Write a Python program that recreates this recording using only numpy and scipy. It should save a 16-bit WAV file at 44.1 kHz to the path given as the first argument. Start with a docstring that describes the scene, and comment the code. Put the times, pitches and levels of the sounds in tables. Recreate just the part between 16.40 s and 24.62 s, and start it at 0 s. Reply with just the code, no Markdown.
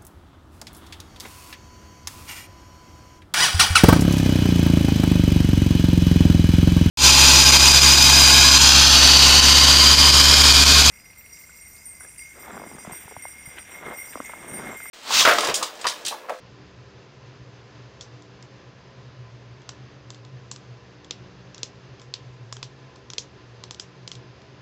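"""A small room opens on an appliance: a hum of mains harmonics, a low drone and the soft rush of its fan.
At 1.6 s a fingernail gives three light taps to the hollow plastic bow of a toy mirror, up close.
Each is a few hard micro-impacts that ring the thin shell for milliseconds; the walls answer briefly.
From 3.2 s to 8 s taps and flicks come in uneven clusters, sharpest near 5.2 s and 6.8 s, over the hum."""
import sys
import numpy as np
from scipy import signal
from scipy.fft import rfft, irfft, next_fast_len
from scipy.io import wavfile
from scipy.ndimage import map_coordinates

SR = 44100
rng = np.random.default_rng(int(sys.argv[2]) if len(sys.argv) > 2 else 0)


def dump_mix(stems):
    """Bounce the given channels to the path in sys.argv[1] as a 16-bit WAV at rate SR."""
    frames = np.atleast_2d(stems).T  # one column per channel
    limited = np.clip(frames, -1, 1)  # hard clip at full scale
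    pcm = np.round(limited * 32767).astype(np.int16)
    wavfile.write(sys.argv[1], SR, pcm)


N = 362457


def amp(db):
    return 10 ** (np.asarray(db) / 20)


def unit_rms(x):
    return x / np.sqrt(np.mean(np.abs(x) ** 2) + 1e-20)


def curve_at(points, hz):
    """Read (f/Hz, value) breakpoints on a log frequency axis."""
    f, value = np.transpose(points)
    return np.interp(np.log(hz + 1), np.log(f + 1), value)


def eq(x, response):
    """Shape x with a gain given as a function of frequency."""
    size = next_fast_len(x.shape[-1] + 8192)
    return irfft(rfft(x, size) * response(np.fft.rfftfreq(size, 1 / SR)), size)[..., :x.shape[-1]]


def wobble(rate):
    """A smooth random modulator, rate knots a second."""
    return map_coordinates(rng.standard_normal(int(N * rate / SR) + 4), [np.arange(N) * rate / SR])


def noise_band(hz, width_hz, order=2):
    """Noise of rms 1 in one resonance; a higher order flattens its top."""
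    return unit_rms(eq(rng.standard_normal(N), lambda f: 1 / (1 + (2 * (f - hz) / width_hz) ** order)))


# Tone of the fan and room air: f/Hz, relative level/dB
AIR_SPECTRUM = [(15, -65.5), (30, -32.5), (60, -18.5), (100, -13.5), (160, -19), (230, -19), (330, -24.5),
                (380, -18), (720, -24.5), (1170, -26), (4800, -35), (7000, -44.5), (7800, -50), (9000, -62)]
# Casing resonances in the fan noise: f/Hz, width/Hz, level/dB
CASING_BANDS = [(73, 6.1, -65), (200.6, 5.9, -67.5), (397, 57, -61.5), (1725, 290, -68), (2700, 330, -71.5),
                (4900, 160, -78.5), (6250, 340, -75.5)]
def fan(air_db=-51.5, treble_hz=6800):
    """A bed of rushing air, coloured by the casing; the level drifts a little, the treble flickers."""
    air = amp(air_db) * unit_rms(eq(rng.standard_normal(N), lambda f: amp(curve_at(AIR_SPECTRUM, f))))
    treble = eq(air, lambda f: 1 / (1 + (treble_hz / (f + 1)) ** 12))
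    casing = sum(amp(db) * noise_band(hz, width_hz) for hz, width_hz, db in CASING_BANDS)
    drift_db = .4 * wobble(1.4) + .59 * wobble(12)
    flicker_db = 1.9 * wobble(1.3) + 2 * wobble(22)
    return (air - treble + casing) * amp(drift_db) + treble * amp(flicker_db)


# Partials of the hum: harmonic number, level/dB, width/Hz
HUM_PARTIALS = [(1, -70.5, 1.3), (2, -53.5, 5.2), (3, -61.5, 3), (4, -73.5, 0.93), (5, -62, 4.5),
                (6, -66.5, 8.4), (8, -65, 3), (9, -68, 5.8), (10, -79.5, 5.4), (11, -70.5, 9.8),
                (17, -66, 38)]
def mains_hum(mains_hz=59.9):
    """The appliance hums on mains harmonics, each a narrow, slightly unsteady band."""
    return sum(amp(db) * noise_band(k * mains_hz, width_hz) for k, db, width_hz in HUM_PARTIALS)


# Slow swells of the drone: t/s, level/dB
DRONE_ENVELOPE = [(0, -55), (.5, -51.5), (1, -47), (1.5, -47.5), (2, -50.5), (2.4, -51), (2.8, -45),
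                  (3.3, -48.5), (3.7, -49), (4.1, -45), (4.6, -51.5), (4.9, -49.5), (5.3, -47),
                  (5.8, -44.5), (6.4, -45.5), (7.1, -57.5), (7.7, -46.5), (8.22, -52)]
def cabinet_drone():
    """The fan shakes the cabinet's low resonance."""
    times, level_db = np.transpose(DRONE_ENVELOPE)
    swell = amp(np.interp(np.arange(N) / SR, times, level_db))
    return swell * noise_band(hz=125.1, width_hz=21, order=4)


# Reverb time of the room: f/Hz, t60/s
ROOM_DECAY = [(500, 0.13), (2600, 0.22), (5000, 0.14), (8000, 0.14)]
# Tone of the reverb: f/Hz, relative level/dB
ROOM_COLOUR = [(500, -13.5), (1500, -10.5), (2600, -1), (4000, -4.5), (5500, 2.5), (7000, 2), (8500, -6)]
def room_tail(build_s=.0032):
    """A fresh reverb tail of energy 1; it builds up as the first walls answer."""
    hz, t, noise = signal.stft(rng.standard_normal(SR // 4), SR, nperseg=128)
    fade_db = curve_at(ROOM_COLOUR, hz)[:, None] - 60 * t / curve_at(ROOM_DECAY, hz)[:, None]
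    build_up = 1 - np.exp(-(t / build_s) ** 2)
    tail = signal.istft(noise * amp(fade_db) * build_up, SR, nperseg=128)[1]
    return tail / np.linalg.norm(tail)


# Modes of the plastic shell: f/Hz, relative level/dB, t60/s
SHELL_MODES = [(293, -30, 0.023), (480, -29.5, 0.023), (982, 0, 0.0091), (1310, 0.5, 0.0042),
               (2050, -11, 0.0078), (2630, -15.5, 0.0052), (3100, -16, 0.0091), (3446, -14, 0.0058),
               (4340, -12.5, 0.0044), (5085, -21.5, 0.0096), (5830, -12, 0.0031), (6740, -17, 0.0063),
               (7390, -11, 0.0022)]
HANDLE_HZ, KNOCK_HZ = 700, 2124  # the knock lies between these; the handle's modes lie below
def shell_ring(t, knock_db, spot_hz, tilt_db, pivot_hz=4500, spot_db=5, spot_octaves=.12):
    """One impact cracks and rings the shell; modes near the struck spot's pitch ring more."""
    hz, level_db, t60 = (column[:, None] for column in np.transpose(SHELL_MODES))
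    low = 1 / (1 + (hz / KNOCK_HZ) ** 6)
    tone_db = (hz > HANDLE_HZ) * low * knock_db + (1 - low) * tilt_db * np.log2(hz / pivot_hz)
    lift_db = spot_db * np.exp(-.5 * (np.log2(hz / spot_hz) / spot_octaves) ** 2)
    scatter_db, detune = rng.standard_normal((2, len(hz), 1))
    envelopes = amp(level_db + tone_db + lift_db + scatter_db - 60 * t / t60)
    modes = envelopes * np.sin(2 * np.pi * hz * (1 + .01 * detune) * t)
    polarity = (-1) ** np.arange(len(hz))[:, None]  # neighbouring modes push the air opposite ways
    attack = 1 - np.exp(-t / .0001)
    ring = (polarity * modes).sum(axis=0) * attack
    low_cut = signal.butter(2, 3000, "high", fs=SR, output="sos")  # a tiny contact radiates no bass
    crack = signal.sosfilt(low_cut, amp(-60 * t / .0021) * rng.standard_normal(len(t)))
    return ring + .25 * np.abs(ring).max() * crack


def nail_contact(gap_s, rebound_db, lead_s=.0008):
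    """The nail touches lightly, lands its blow and rebounds twice."""
    impulses = np.zeros(SR // 100)
    impulses[0] = .032  # lead-in touch
    strikes_s = lead_s + np.cumsum([0, gap_s, rng.uniform(.0005, .00142)])
    impulses[np.round(strikes_s * SR).astype(int)] = amp([0, rebound_db, 1.4 * rebound_db + 3])
    return impulses


# Cue list of the nail: t/s, dry peak level/dB, knock gain/dB, spot f/Hz, treble tilt/(dB per octave),
# rebound gap/s, rebound gain/dB, reverb send/dB
TAP_CUES = [(1.6088,-26,-27.5,3400,4.5,.00088,-5,-3.5),(1.822,-39.5,-23,3810,9,.0008,-8,-15),(2.025,-32,-22,4900,9,.0006,-7,-10),(3.2178,-45,-15,3410,4,.0012,-6,-15),(3.2904,-21.5,-14.5,4940,4,0.0015,-5,-9),(3.7033,-24,-21,3910,4,.0008,-13,-9),(3.745,-35.5,-16,3480,1,.0006,-10,-8),(3.849,-37,-17,3810,0,0.0016,-10,-10),(4.113,-19.5,-18.5,7250,7,0.00065,-1,-7),(4.1602,-31.5,-19.5,4960,.1,.00064,-4,-9),(4.645,-36,-21,3420,1,.0009,-7,-12),(4.708,-14,-29,3620,-1,.0016,-8,-11),(5.145,-30,-27,6090,3,.0007,-3,-10),(5.1796,-28.5,-19,3500,5,.0006,-15,-9),(5.231,-11,-32.5,5900,-1.5,.00116,-16,-12),(5.596,-39,-22,5110,-5,0.00058,-8,-8),(5.6158,-36,-20,3800,5,0.00055,-5,-6),(5.7383,-15.5,-32,4320,-4.5,.00116,-7,-11.5),(6.125,-20,-12,5060,4.5,.0006,-8.5,-8),(6.1663,-29.5,-13,3410,1,.0006,-3,-13),(6.2278,-20.5,-19.5,5070,-5,.00078,-6.5,-8),(6.558,-40,-15,4930,2,.0018,-5,-9),(6.701,-23.5,-22.5,5880,-1.5,.00084,-6.5,-12.5),(6.734,-22,-20,5000,.5,.0006,-14,-13),(6.7813,-12.5,-33,5200,-8,.00118,-7,-10),(7.2373,-23.5,-16.5,4600,.1,.00096,-12.5,-11),(7.3085,-21,-18.5,3470,2,.00116,-15,-10.5),(7.3448,-30,-26,3280,-1,.0014,-8,-15),(7.3962,-18,-23.5,5000,1,.0006,3,-9.5),(7.676,-21.5,-28,5100,-5,.00096,-9.5,-12.5),(7.7154,-21.5,-25,3100,-2.5,0.00093,-8,-9),(7.7523,-31,-24,3380,-1,0.0021,-8,-7),(8.0174,-43,-21,4860,0,.0008,-8,-14)]
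def nail_taps():
    """Each tap strikes the shell at a new spot: a dry click, then the room's short answer."""
    track, t = np.zeros(N + SR), np.arange(SR // 25) / SR
    for start_s, peak_db, knock_db, spot_hz, tilt_db, gap_s, rebound_db, send_db in TAP_CUES:
        ring = shell_ring(t, knock_db, spot_hz, tilt_db)
        click = np.convolve(nail_contact(gap_s, rebound_db), ring)
        click *= amp(peak_db) / np.abs(click).max()
        # the walls hear the shell from all sides, so its modes blur into one broad colour
        blur = ring * amp(-60 * t / .0014)
        send = amp(send_db) * np.linalg.norm(click) / np.linalg.norm(blur)
        tap = send * signal.fftconvolve(blur, room_tail())
        tap[:len(click)] += click
        track[round(start_s * SR):][:len(tap)] += tap
    return track[:N]


def scene():
    """Mono mix: the taps up front, the appliance behind."""
    return (nail_taps() + mains_hum() + cabinet_drone() + fan())[None]


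# Microphone EQ, falling steeply above the speech band: f/Hz, level/dB
MIC_EQ = [(20, -0.5), (7000, 0.5), (7600, -3), (8000, -10.5), (8400, -21.5), (8700, -35), (9200, -46.5),
          (11000, -55), (14000, -63.5)]
def record(dry, port_hz=5080, width_hz=300, port_db=2.5, hiss_db=-97.5, top_hz=15700):
    """The microphone rings at its port, dulls the top, gently saturates peaks and adds faint hiss."""
    def port(f):
        resonance = 1j * f * width_hz / (port_hz ** 2 - f ** 2 + 1j * f * width_hz)
        return 1 + (amp(port_db) - 1) * resonance

    heard = eq(dry, lambda f: amp(curve_at(MIC_EQ, f)) * port(f))
    saturated = heard + .03 * heard ** 2 - .05 * heard ** 3
    hiss = amp(hiss_db) * rng.standard_normal(dry.shape)
    return eq(saturated + hiss, lambda f: f < top_hz)


dry = scene()
out = record(dry)
dump_mix(out)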